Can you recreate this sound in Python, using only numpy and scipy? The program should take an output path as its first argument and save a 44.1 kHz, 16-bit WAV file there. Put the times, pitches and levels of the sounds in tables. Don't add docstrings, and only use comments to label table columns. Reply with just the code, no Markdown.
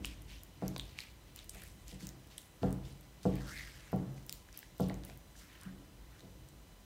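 import sys
import numpy as np
from scipy import signal
from scipy.fft import rfft, irfft
from scipy.io import wavfile

SR = 44100
rng = np.random.default_rng(int(sys.argv[2]) if len(sys.argv) > 2 else 0)


def level_to_linear(level):
    exponent = np.asarray(level, float) / 20
    return 10 ** exponent


def to_wav(sig):
    pcm = np.clip(np.atleast_2d(sig), -1, 1) * 32767
    pcm = np.round(pcm).astype(np.int16)
    wavfile.write(sys.argv[1], SR, pcm.T)


N = 302082

# t/s, peak level/dB, boom near 110 Hz/dB, body near 290 Hz/dB, edge near 700 Hz/dB
KNOCKS = [(0.0, -46.5, -23, 1.5, -2), (0.299, -62, 2, -1, 0), (0.623, -35, -4, -4.5, 8.5),
          (1.362, -68, -7.5, 11, -10), (1.555, -59.5, -24, -19, 17.5), (1.922, -49, 0.5, -1, 2),
          (2.023, -44.5, -6, -2.5, -9), (2.618, -40, 11.5, 2.5, -29), (2.633, -30.5, -13, 1.5, 8.5),
          (3.254, -28, -2, -0.5, 7.5), (3.862, -75, -1, -17, -2), (3.93, -28.5, -7, -6, 6.5),
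          (4.799, -29, -4.5, -5.5, 8), (4.904, -51.5, 7, -45, 21), (5.092, -79.5, -2, -32, 40),
          (5.654, -42, -7.5, -10, -37), (6.231, -55, 5, -1, 1), (6.436, -67.5, 14, -10, -25)]
# f/Hz, level/dB, t60/s
BOOM_MODES = [(53, -3, 0.77), (93.6, -0.5, 0.34), (133, -2.5, 0.8), (152, -6.5, 0.45), (188, 5, 0.36),
              (216, -6.5, 0.12), (270, -17, 0.23), (272, -3, 0.3), (307, 1, 0.35),
              (338, -12, 0.24), (421, -9, 0.12), (462, -12, 0.08), (490, -1, 0.13), (575, -14.5, 0.41),
              (641, -16, 0.33), (687, -3.5, 0.088), (759.7, -12, 0.24), (825, -8, 0.062), (858, -29, 0.11),
              (1000, -9, 0.034), (1127, -14.5, 0.14), (1368, -11.5, 0.062), (1800, -70, 0.033)]
MODES = BOOM_MODES
CONTROL_S = 0.004


def rms_one(x):
    return x / np.sqrt(np.mean(x ** 2) + 1e-20)


def in_time(rows):
    s, *columns = np.transpose(rows)
    return [np.interp(np.arange(N) / SR, s, c) for c in columns]


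def at_hz(points, hz):
    point_hz, value = np.transpose(points)
    return np.interp(np.log(hz), np.log(point_hz), value)


def band(x, low_hz, high_hz):
    return signal.sosfilt(signal.butter(2, [low_hz, high_hz], "band", fs=SR, output="sos"), x)


def ring(x, hz, t60):
    r, w = level_to_linear(-60 / (t60 * SR)), 2 * np.pi * hz / SR
    return signal.lfilter([0, np.sin(w)], [1, -2 * r * np.cos(w), r * r], x + 1e-18)


def drift(rate_hz):
    r = np.exp(-80 * np.pi * rate_hz / SR)
    slow = signal.lfilter([1], [1, -2 * r, r * r], rng.standard_normal(N // 40 + 2002))[2000:]
    return np.interp(np.arange(N) / 40, np.arange(len(slow)), rms_one(slow))


def thuds(jolt_s, rise_cycles, wobble_db):
    t = np.arange(200) / SR
    jolt = np.exp(-t / jolt_s) * t
    s, db = np.transpose(KNOCKS)[:2]
    chance = rng.standard_normal((len(KNOCKS), len(MODES), 5))
    lag_s = np.cumsum(rng.uniform(.012, .045, (len(KNOCKS), 4)), axis=1)
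    at = np.round((s[:, None] + np.c_[0 * s, lag_s]) * SR).astype(int)
    out = np.zeros(N)
    for m, (hz, mode_db, t60) in enumerate(MODES):
        tilt_db = [np.interp(np.log(hz), np.log([110, 190, 290, 700]), [boom, 0, body, edge])
                   for _, _, boom, body, edge in KNOCKS]
        wobble = level_to_linear(wobble_db - 60 * lag_s / t60) * chance[:, m, 1:]
        first = level_to_linear(1.5 * chance[:, m, 0])
        force = np.zeros(N)
        force[at] = level_to_linear(db + mode_db + tilt_db)[:, None] * np.c_[first, wobble]
        late = np.clip(np.log2(800 / hz), 0, 1)
        sign = -1 if hz < 230 and m % 2 else 1
        out += sign * ring(force, hz, t60)
        out -= sign * late * ring(force, hz, rise_cycles / hz)
    return signal.lfilter(jolt / jolt.sum(), [1], out)


def pops(swell_cycles, ring_cycles, snap_s):
    # t/s, peak level/dB, f/Hz, snap level/dB
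    air_pockets = [(0.0466, -25, 2870, -0.5), (0.6805, -30.5, 5950, -23), (0.7627, -42.5, 1000, 18),
                   (0.763, -32, 3700, -5), (0.7963, -25, 3600, -8.5), (0.9878, -34.5, 2200, 10),
                   (1.0042, -32.5, 4070, -3), (1.39, -35, 3680, -5), (1.494, -39, 6500, 2),
                   (1.5474, -51, 2600, 2), (1.62, -48, 1730, 8), (1.636, -50, 1680, -9),
                   (1.8808, -54.5, 5850, 13), (2.0071, -55, 2100, 16.5), (2.0696, -39.5, 7200, 2),
                   (2.09, -35.5, 6650, -5), (2.3815, -38, 3370, 1.5), (2.6304, -46.5, 1800, 14.5),
                   (3.2316, -50.5, 6140, 7.5), (4.1791, -52, 2560, 7), (4.2945, -31, 4950, 4),
                   (4.4876, -51, 1700, 8.5), (4.5276, -46, 5900, -2), (4.629, -46.5, 1610, 9.5),
                   (4.8973, -37, 2050, 1), (5.036, -47.5, 3500, 3.5), (5.0983, -46, 2440, 4),
                   (5.354, -50.5, 1670, -17), (6.1946, -48, 3840, -3), (6.206, -45.5, 3900, -4),
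                   (0.0552, -30, 7600, -1.5), (0.2204, -42, 11700, -11), (0.4342, -36.5, 12600, -3.5),
             (0.6805, -28, 11900, -19), (0.78, -43, 8900, 5.5), (0.8104, -46, 13700, -3),
             (1.361, -39, 14000, 1), (1.444, -42, 14100, -4), (1.496, -27.5, 8650, -28),
             (2.38, -27.5, 10100, -18), (2.4166, -51, 7060, 3), (2.7272, -38, 9300, -2.5),
             (2.9253, -48, 9150, -10), (3.01, -41.5, 11900, -14), (4.265, -38, 14800, -6),
             (4.326, -36, 7100, 5.5), (4.3725, -47, 13600, -6), (4.575, -27.5, 12000, -7.5),
             (4.59, -33, 14200, -4), (4.781, -48, 13000, 0), (4.7974, -46, 7290, -5),
             (4.8055, -31, 12500, -15), (4.886, -37.5, 13400, -8), (4.9424, -41, 6900, -8),
             (5.05, -33, 11100, -10), (5.1744, -44, 14500, -5), (5.613, -41, 9100, -11),
             (5.634, -41.5, 9000, -6), (6.4873, -48.5, 8800, -2),
                   (0.854, -51, 9080, -3), (1.5464, -40, 12800, -5), (1.6192, -46, 9500, 3),
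            (1.636, -37.5, 13200, -2), (1.6776, -44, 15100, -9), (2.0489, -48, 7320, -9),
            (2.2722, -52, 10000, -2), (2.707, -44, 8500, -5.5), (3.3557, -38, 12200, -8),
            (3.9193, -45.5, 13700, -3), (3.9609, -43.5, 11100, -6), (4.143, -50, 12000, -3)]
    pockets = air_pockets
    out, t = np.zeros(N + 400), np.arange(400) / SR
    tear = rng.standard_normal((len(pockets), 400))
    for (s, db, hz, snap_db), noise in zip(pockets, tear):
        cycles = t * hz
        swell = np.sin(np.pi / 2 * np.minimum(cycles / swell_cycles, 1)) ** 2
        decay = level_to_linear(-60 * np.maximum(cycles - swell_cycles, 0) / ring_cycles)
        tone = np.sin(2 * np.pi * cycles) * swell * decay
        burst = noise * t / snap_s * np.exp(1 - t / snap_s)
        snap = band(burst, .45 * hz, min(2.2 * hz, 16000))
        out[round(s * SR):][:400] += level_to_linear(db) * (tone + level_to_linear(snap_db) * snap)
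    return out[:N]


def blade():
    # start t/s, held t/s, level/dB, f/Hz
    strokes = [(0.05, 0.044, -56.5, 2600), (0.29, 0.043, -60, 2560), (0.62, 0.039, -60.5, 2000),
               (0.8, 0.14, -69.5, 2930), (0.96, 0.075, -62.5, 2200), (1.37, 0.022, -63, 2310),
               (1.54, 0.087, -60.5, 2190), (1.88, .04, -65, 2470), (2.0, 0.092, -67, 1880),
               (2.31, 0.031, -67.5, 2140), (2.63, 0.035, -56, 1440), (2.84, 0.055, -70, 2390),
               (4.54, 0.028, -64, 2350), (4.808, 0.016, -56.5, 3630), (4.9, 0.028, -66.5, 2300),
               (5.04, 0.067, -67, 2300), (5.41, 0.019, -63.5, 1800), (5.49, 0.14, -65.5, 1840),
               (5.62, 0.063, -63, 1480), (6.12, 0.032, -66.5, 1800), (6.23, 0.063, -64, 494)]
    # start t/s, held t/s, level/dB, f/Hz
    peels = [(0.05, 0.013, -57.5, 5200), (0.29, 0.055, -62.5, 4580), (0.62, 0.12, -67, 5500),
             (0.8, 0.09, -64, 3600), (0.985, 0.02, -56, 3950), (1.36, 0.044, -65, 4700),
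             (1.5, 0.19, -63, 7400), (1.75, .1, -72, 8100), (1.88, 0.017, -58.5, 6240),
             (2.0, 0.037, -58.5, 5400), (2.31, 0.019, -64, 4600), (2.38, .05, -63.5, 8500),
             (2.63, 0.02, -62, 5230), (2.85, 0.042, -63, 4700), (4.17, 0.023, -67.5, 5050),
             (4.29, 0.07, -63, 7040), (4.54, 0.1, -65.5, 5260), (4.8, 0.038, -63.5, 6200),
             (5.05, 0.068, -65.5, 9200), (5.367, 0.049, -61, 6300), (5.5, .16, -67.5, 3300),
             (6.17, 0.066, -73, 4500)]
    # t/s, hollow level/dB, hollow f/Hz, ring level/dB, ring f/Hz
    sweep_rows = [
        (3.23, -67.5, 1910, -62, 5100),
        (3.35, -61, 2700, -67.5, 5430),
        (3.42, -57.5, 1410, -62.5, 5170),
        (3.5, -50.5, 1480, -55.5, 4900),
        (3.575, -45.5, 2170, -55, 5940),
        (3.65, -52, 1800, -57.5, 4080),
        (3.73, -63, 1930, -62.5, 5130),
        (3.88, -61, 1900, -67.5, 5600),
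        (4.04, -76, 1600, -76, 5530),
    ]
    onset_db_per_s, fade_db_per_s, idle_db = 800, 141, -77
    t, sweep, columns = np.arange(0, N / SR, CONTROL_S), np.transpose(sweep_rows), []
    for rows, sweep_db, sweep_hz in [(strokes, *sweep[1:3]), (peels, *sweep[3:])]:
        s, held, db, hz = np.transpose(rows)[:, :, None]
        db = db - onset_db_per_s * np.maximum(s - t, 0) - fade_db_per_s * np.maximum(t - s - held, 0)
        db = np.vstack([db, np.interp(t, sweep[0], sweep_db, -200, -200)])
        hz = np.vstack([hz + 0 * t, np.interp(t, sweep[0], sweep_hz)])
        loudest = db.argmax(axis=0)
        columns += [np.maximum(db.max(axis=0), idle_db), hz[loudest, np.arange(len(t))]]
    return in_time(np.transpose([t, *columns]))


def smear(grain_db, grains_per_s):
    hollow_db, hollow_hz, bright_db, bright_hz = blade()
    sizes = level_to_linear(grain_db * np.minimum(rng.exponential(1, (2, N)), 3)) * rng.standard_normal((2, N))
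    grains = sizes * (rng.random((2, N)) < grains_per_s / SR)
    width_oct = np.interp(hollow_db, [-62, -52], [.5, .22])
    out = 0
    for k, hz in enumerate(1000 * 2 ** np.arange(-1.5, 4, .25)):
        hollow = level_to_linear(hollow_db - 5.0) / (1 + (np.log2(hz / hollow_hz) / width_oct) ** 2)
        peak = np.exp(-.5 * (np.log2(hz / bright_hz) / 0.51) ** 2)
        air = np.interp(hz, [2400, 2600, 14000], [0, .55, .8])
        bright = level_to_linear(bright_db - 11.5) * (peak + air)
        patchy = level_to_linear(2.1 * drift(25.0))
        out = out + patchy * (hollow + bright) * rms_one(band(grains[k % 2], hz / 1.09, hz * 1.12))
    return out


def kitchen(x):
    # f/Hz, t60/s
    decay_times = [(600, .35), (2500, .35), (6000, .2), (14000, .15)]
    t = np.arange(SR // 2) / SR
    white = rng.standard_normal(len(t))
    tail = 0
    for low in 330 * 2. ** np.arange(6):
        decay = level_to_linear(-60 * t / at_hz(decay_times, 1.4 * low))
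        tail = tail + band(white, low, min(2 * low, 17000)) * decay
    tail = tail * np.clip((t - .003) / 0.00067, 0, 1)
    return signal.fftconvolve(x, tail / np.sqrt(np.sum(tail ** 2)))[:N]


def rumble():
    # t/s, level/dB
    traffic = [(0.0, -42), (0.07, -47), (0.52, -56.5), (0.67, -49), (0.99, -58), (1.89, -52), (2.52, -65),
               (2.69, -40), (3.07, -62.5), (3.32, -51), (3.45, -56), (4.77, -59), (4.88, -54), (5.25, -60),
               (5.99, -54), (6.85, -56)]
    hum_db = -62.5
    rock_db, rock_s = -17.5, 0.07
    deep_db, = in_time(traffic)
    t, (s, knock_db) = np.arange(0, N / SR, CONTROL_S), np.transpose(KNOCKS)[:2]
    since = np.maximum(t - s[:, None], 0) / rock_s
    rocking, = in_time(np.c_[t, level_to_linear(knock_db + rock_db) @ (since * np.exp(1 - since))])
    noise = rng.standard_normal(N)
    deep = sum(level_to_linear(-.08 * hz) * ring(noise, hz, 0.17 * t60) for hz, db, t60 in MODES if hz < 110)
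    upper = sum(level_to_linear(0.64 * db - .015 * hz) * ring(noise, hz, 0.15 * t60) for hz, db, t60 in MODES if hz > 110)
    return level_to_linear(deep_db) * rms_one(deep) + (level_to_linear(hum_db) + rocking) * rms_one(upper)


def hiss():
    # f/Hz, level per Hz/dB
    noise_spectrum = [(200, -40), (450, -18), (1000, -22), (2000, -25), (3500, -26), (4900, -30),
                      (6000, -29), (7600, -32), (9000, -31), (10500, -35), (12000, -32), (15750, -33.5),
                      (16000, -60)]
    # f/Hz, level/dB
    whine_spectrum = [(1000, -81), (4000, -81), (5000, -85), (6000, -83), (9000, -85), (10000, -88),
                      (15000, -90)]
    hiss_db, whine_hz = -66.5, 1001.6
    hz = np.fft.rfftfreq(N, 1 / SR) + 1
    noise = irfft(rfft(rng.standard_normal(N)) * level_to_linear(at_hz(noise_spectrum, hz)), N)
    turns = whine_hz * np.arange(N) / SR
    whine = 0
    for k in range(1, 16):
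        level = level_to_linear(at_hz(whine_spectrum, k * whine_hz) + 2 + 2.5 * drift(45))
        whine = whine + level * np.sin(2 * np.pi * (k * turns + rng.random()))
    return level_to_linear(hiss_db) * rms_one(noise) + whine


def scene():
    knocks = level_to_linear(-2.5) * thuds(jolt_s=0.00022, rise_cycles=5.0, wobble_db=-9.5)
    bursts = pops(swell_cycles=2.2, ring_cycles=12.0, snap_s=.00035)
    wet = kitchen(level_to_linear(-6.5) * knocks + level_to_linear(-10.5) * bursts)
    smears = smear(grain_db=4.0, grains_per_s=6000.)
    return (knocks + bursts + wet + smears + rumble() + hiss())[None]


def roll_off(x):
    return signal.sosfilt(signal.butter(12, 16660, fs=SR, output="sos"), x)


def record(dry):
    cut = signal.sosfilt(signal.butter(6, 45, "high", fs=SR, output="sos"), dry)
    cut = signal.sosfilt(signal.cheby2(12, 60, 16900, fs=SR, output="sos"), cut)
    return roll_off(cut)


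dry = scene()
out = record(dry)
to_wav(out)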